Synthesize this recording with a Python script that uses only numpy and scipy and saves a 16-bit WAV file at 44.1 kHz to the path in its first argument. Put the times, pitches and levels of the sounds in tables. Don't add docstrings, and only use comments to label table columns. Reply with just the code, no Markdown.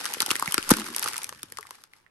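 import sys
import numpy as np
from scipy import signal
from scipy.fft import rfft, irfft
from scipy.io import wavfile
from scipy.ndimage import uniform_filter1d

SR = 44100
rng = np.random.default_rng(int(sys.argv[2]) if len(sys.argv) > 2 else 0)


def to_wav(s):
    ch = np.atleast_2d(s).T
    pcm = np.round(np.clip(ch, -1, 1) * 32767)
    wavfile.write(sys.argv[1], SR, pcm.astype(np.int16))


N = 92610
HZ = np.maximum(np.fft.rfftfreq(2 * N, 1 / SR), 1)


def undb(db):
    return 10 ** (np.asarray(db) / 20)


def over_hz(table):
    hz, value = np.array(table).T
    return np.interp(np.log(HZ), np.log(hz), value)


def over_time(table):
    seconds, value = np.array(table).T
    return np.interp(np.arange(N) / SR, seconds, value)


def shape(x, gain):
    return irfft(rfft(x, 2 * N) * gain, 2 * N)[..., :N]


def resonance(hz, width_hz):
    return 1j * HZ * width_hz / (hz ** 2 - HZ ** 2 + 1j * HZ * width_hz)


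def flicker(rate_hz):
    hold = int(SR / rate_hz)
    steps = np.repeat(rng.standard_normal(N // hold + 1), hold)
    return uniform_filter1d(steps, hold)[:N]


def ring(t, hz, fall_cycles, turn):
    rise_cycles = 0.29
    swell = (1 - np.exp(-t * hz / rise_cycles)) * np.exp(-t * hz / fall_cycles)
    return swell / swell.max() * np.sin(2 * np.pi * (hz * t + turn))


def room_hush():
    # (f/Hz, relative level/dB per Hz)
    room_colour = [(60, -8), (300, -11), (1200, -10.5), (4600, -27.5), (12000, -35.5)]
    hush = shape(rng.standard_normal((2, N)), undb(over_hz(room_colour)))
    return hush / hush.std() * undb(-69)


def room_echo(near):
    echo_db, t60_s = -11, .1
    centre_hz, width_hz = 1800, 7000
    t = np.arange(N) / SR
    tail = rng.standard_normal((2, N)) * undb(-60 * t / t60_s)
    tail = tail * (t > .004)
    tail = tail / np.sqrt(np.sum(tail ** 2, axis=1, keepdims=True))
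    return undb(echo_db) * shape(near, rfft(tail, 2 * N) * resonance(centre_hz, width_hz) ** 2)


def body():
    # (t/s, f/Hz, level/dB)
    thumps = [(0.1668, 455, -31), (0.2028, 423, -30.5), (0.2239, 258, -33.5), (0.2794, 315, -34),
              (0.3106, 338, -24), (0.3532, 351, -34), (0.4225, 300, -34), (0.475, 175.4, -30),
              (0.5417, 335, -34), (0.5794, 348, -19), (0.706, 467, -20), (0.7103, 490, -13.5),
              (1.0596, 443, -30.5), (1.323, 543, -37.5), (1.433, 311, -39.5), (1.5216, 470, -42),
              (1.7097, 470, -48)]
    # (t/s, level/dB)
    rumble_level = [(.1, -69), (.45, -62), (1.15, -60.5), (1.7, -72.5), (2, -80.5)]
    thump_cycles, rumble_hz = 0.79, 109
    knock_s, knock_hz, knock_db, knock_cycles = 1.5875, 427, -44, 4.9
    t = np.arange(N) / SR
    bumps = undb(knock_db) * ring(np.maximum(t - knock_s, 0), knock_hz, knock_cycles, 0)
    for s, hz, db in thumps:
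        bumps = bumps + undb(db) * ring(np.maximum(t - s, 0), hz, thump_cycles, 0)
    rumble = shape(rng.standard_normal(N), resonance(rumble_hz, rumble_hz))
    waver_db = 4.1 * flicker(14.0)
    rumble = rumble / rumble.std() * undb(over_time(rumble_level) + waver_db)
    no_sub = 1 / np.sqrt(1 + (60 / HZ) ** 4)
    return shape(bumps + rumble, no_sub)


def air():
    # (t/s, level/dB)
    puff_level = [(.72, -70.5), (.735, -36.5), (.79, -34.5), (.85, -49.5), (.9, -40), (.97, -59),
                  (1.1, -86.5)]
    pop_s, pop_hz, pop_octaves, pop_db = .7146, 243.2, 0.77, -1
    sub_db = -13
    push = np.zeros(N)
    push[int(pop_s * SR)] = 1
    swing = np.exp(-(np.log2(HZ / pop_hz) / pop_octaves) ** 2)
    slow_push = undb(sub_db) / (1 + (HZ / 60) ** 2)
    pop = shape(push, swing + slow_push)
    pop = pop / np.abs(pop).max() * undb(pop_db)
    flutter = sum(resonance(hz, width_hz=70) ** 2 for hz in (233, 312))
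    puff = shape(rng.standard_normal(N), flutter)
    return pop + puff / puff.std() * undb(over_time(puff_level))


def band(lo_hz, hi_hz):
    # (f/Hz, relative level/dB per Hz)
    foil_colour = [(40, -12), (320, -1), (590, -1), (870, -11.5), (1320, 2.5), (2470, -5.5), (5110, -4),
                   (7350, -12), (9140, -9), (10000, -4.5), (10300, -10.5), (10700, -2), (11400, -6.5),
                   (13500, -28), (16300, -35)]
    edges = np.sqrt((1 + (lo_hz / HZ) ** 8) * (1 + (HZ / hi_hz) ** 8))
    gain = undb(over_hz(foil_colour)) / edges
    return gain / np.sqrt(np.mean(gain ** 2))


def crackle(rows):
    size, lead = 440, .002
    rise_s, fall_s = 0.00032, .0011
    panel_cycles, panel_tilt = 1.81, 0.47
    parts = np.zeros((3, 2, N + size))
    t = np.arange(size) / SR - lead
    burst = np.where(t < 0, np.exp(-(t / rise_s) ** 2), np.exp(-np.abs(t) / fall_s))
    turns = rng.random((len(rows), 2, 1))
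    for (s, hz, *db), turn in zip(rows, turns):
        i = int(np.clip((s - lead) * SR, 0, N - 1))
        gain = undb(db)
        fall_cycles = panel_cycles * (hz / 1200) ** panel_tilt
        since_start = np.maximum(t + .5 / hz, 0)
        parts[0, :, i:i + size] += gain[0] * ring(since_start, hz, fall_cycles, turn)
        parts[1:, :, i:i + size] += gain[1:, None, None] * burst
    panel, crack, treble = parts[..., :N]
    noise = rng.standard_normal((2, 2, N))
    no_bass = 1 / np.sqrt(1 + (550 / HZ) ** 6)
    cracks = shape(crack * noise[0], band(1920, 9400))
    trebles = shape(treble * noise[1], band(6500, 16000))
    return shape(panel, no_bass) + cracks + trebles


def scatter(times, level_db, spread_db):
    # (panel level/dB, crack level/dB, treble level/dB)
    parts_db = [-4, -7.5, -9.5]
    colour_db = 4.5
    draw = rng.random((len(times), 2))
    tint = rng.standard_normal((len(times), 3))
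    size_db = level_db - spread_db * np.log(1 - .92 * draw[:, 0])
    hz = 800 * 3.9 ** (draw[:, 1] ** 1.2)
    return np.column_stack([times, hz, size_db[:, None] + np.array(parts_db) + colour_db * tint])


def foil():
    # (t/s, panel f/Hz, panel level/dB, crack level/dB, treble level/dB)
    snaps = [(0.055, 1280, -24, -22.5, -21.5), (0.062, 1700, -23, -30, -27),
             (0.138, 3040, -23.5, -29, -19.5), (0.2041, 3800, -13, -14.5, -12.5),
             (0.2096, 1380, -20, -25, -26), (0.216, 926, -21, -25, -32), (0.2202, 1360, -22, -19.5, -11),
             (0.227, 1340, -20.5, -20, -30), (0.262, 3080, -23, -33, -15), (0.2645, 800, -25, -27, -40),
             (0.281, 820, -25.5, -47, -50), (0.305, 1230, -20, -21, -28), (0.3062, 2810, -8.5, -23.5, -19),
             (0.3125, 1490, -26, -10, -14), (0.316, 1300, -15.5, -45, -21.5), (0.3551, 1850, -17, -25, -26),
             (0.3635, 2050, -22.5, -33, -20), (0.3967, 2130, -26.5, -43, -20),
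             (0.4247, 1097, -10.5, -33, -20), (0.4591, 1310, -24.5, -25.5, -36),
             (0.4769, 2140, -14, -44, -24), (0.5225, 3070, -19, -37.5, -16.5),
             (0.5431, 1400, -17, -12, -12), (0.58, 1395, -10.5, -11, -15),
             (0.6275, 3050, -23.5, -28.5, -26), (0.6923, 1390, -31.5, -24.5, -14.5),
             (0.7042, 1141, -19.5, -25, -15), (0.7052, 1100, -12, -21, -11), (0.709, 1350, -9, -35.5, -3.5),
             (0.7115, 929, -18, -15.5, -19.5), (0.7135, 865, -11.5, -16.5, -14.5),
             (0.7161, 1400, -14, -13.5, -15.5), (0.7387, 1440, -17.5, -23, -25),
             (0.7697, 1060, -26.5, -29, -23.5), (0.819, 1390, -25.5, -65, -48),
             (0.8643, 1360, -28, -44.5, -33), (0.9636, 1030, -31, -27, -15.5),
             (0.9824, 1310, -36, -22.5, -25), (0.9947, 3000, -48, -28.5, -17.5),
             (1.0268, 1380, -23, -24, -19.5), (1.0314, 2070, -24.5, -23.5, -30),
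             (1.0421, 1300, -32, -35, -19.5), (1.0599, 1220, -17.5, -27, -47),
             (1.0762, 1300, -22, -22.5, -28), (1.085, 1280, -31, -26, -22), (1.1336, 1310, -32, -27.5, -27),
             (1.1425, 2000, -24, -39, -30), (1.159, 1360, -28.5, -32.5, -52.5),
             (1.1664, 900, -36.5, -27.5, -23), (1.18, 2480, -26, -52, -19.5), (1.188, 930, -29.5, -42, -40),
             (1.2327, 2290, -35, -40.5, -24.5), (1.2434, 2380, -24.5, -30, -20),
             (1.2924, 1270, -31, -30, -27), (1.326, 1090, -30.5, -35, -53), (1.4313, 1280, -37, -27, -26),
             (1.522, 1840, -33, -37, -28.5), (1.5721, 2000, -30.5, -33, -30.5),
             (1.5861, 1140, -22, -31.5, -34.5), (1.6094, 1110, -48.5, -44, -33.5),
             (1.6284, 1960, -31, -41.5, -42.5), (1.6523, 1110, -36.5, -71.5, -57),
             (1.6692, 2000, -39, -44, -45), (1.7082, 1030, -30, -32, -31.5),
             (1.8382, 1290, -42.5, -42.5, -36.5), (1.9351, 2130, -38, -46, -51.5),
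             (2.0641, 1890, -41.5, -69, -77.5)]
    # (t/s, level/dB)
    squeeze = [(0, -32.5), (.19, -37), (.37, -35), (.63, -38), (.72, -26), (.8, -34.5), (.92, -38.5),
               (.98, -33.5), (1.1, -35), (1.2, -40), (1.34, -51), (1.6, -57), (1.75, -51.5), (1.9, -68),
               (1.97, -59.5), (2.1, -81.5)]
    ticks_per_s, spread_db = 450, 6.0
    rustle_db, flicker_db = -6.5, 0.5
    work = over_time(squeeze)
    times = np.cumsum(rng.exponential(1, 4000)) / ticks_per_s
    times = times[times < N / SR]
    ticks = scatter(times, work[(times * SR).astype(int)] - spread_db, spread_db)
    rustle = shape(rng.standard_normal((2, N)), band(150, 16000))
    rustle = rustle * undb(work + rustle_db + flicker_db * flicker(38.84))
    return crackle(np.vstack([np.array(snaps, float), ticks])) + rustle


def at_microphone():
    # (f/Hz, likeness/0-1)
    likeness = [(150, 0), (500, 0.33), (1300, 0.6), (2200, 0), (5000, 0), (7500, 0.4), (9000, .95),
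                (16000, 0.93)]
    left_db = 1.2
    port_lag_s, in_step_hz = 0.00029, 8470
    one, other = foil()
    alike = np.clip(over_hz(likeness), 0, 1)
    mid = shape(one, np.sqrt((1 + alike) / 2)) + air() + body()
    side = shape(other, np.sqrt((1 - alike) / 2))
    treble = 1 / (1 + (7500 / HZ) ** 8)
    lead = np.exp(2j * np.pi * treble * (HZ - in_step_hz) * port_lag_s)
    left = (mid + side) * undb(left_db / 2)
    right = shape(mid - side, lead) * undb(-left_db / 2)
    return np.array([left, right])


def scene():
    near = at_microphone()
    return near + room_echo(near) + room_hush()


def record(dry):
    lag_cycles = .95
    dip_hz, dip_depth = 670, .5
    limit, top_hz = .95, 16400
    dip = 1 - dip_depth * np.abs(resonance(dip_hz, dip_hz / 4)) ** 2
    lag = np.exp(-2j * np.pi * lag_cycles * np.log(np.maximum(HZ, 40) / 20000))
    late = shape(dry, dip * lag)
    rounded = late / (1 + (np.abs(late) / limit) ** 4) ** .25
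    top_cut = signal.ellip(12, .2, 90, top_hz, fs=SR, output="sos")
    return signal.sosfilt(top_cut, rounded)


dry = scene()
out = record(dry)
to_wav(out)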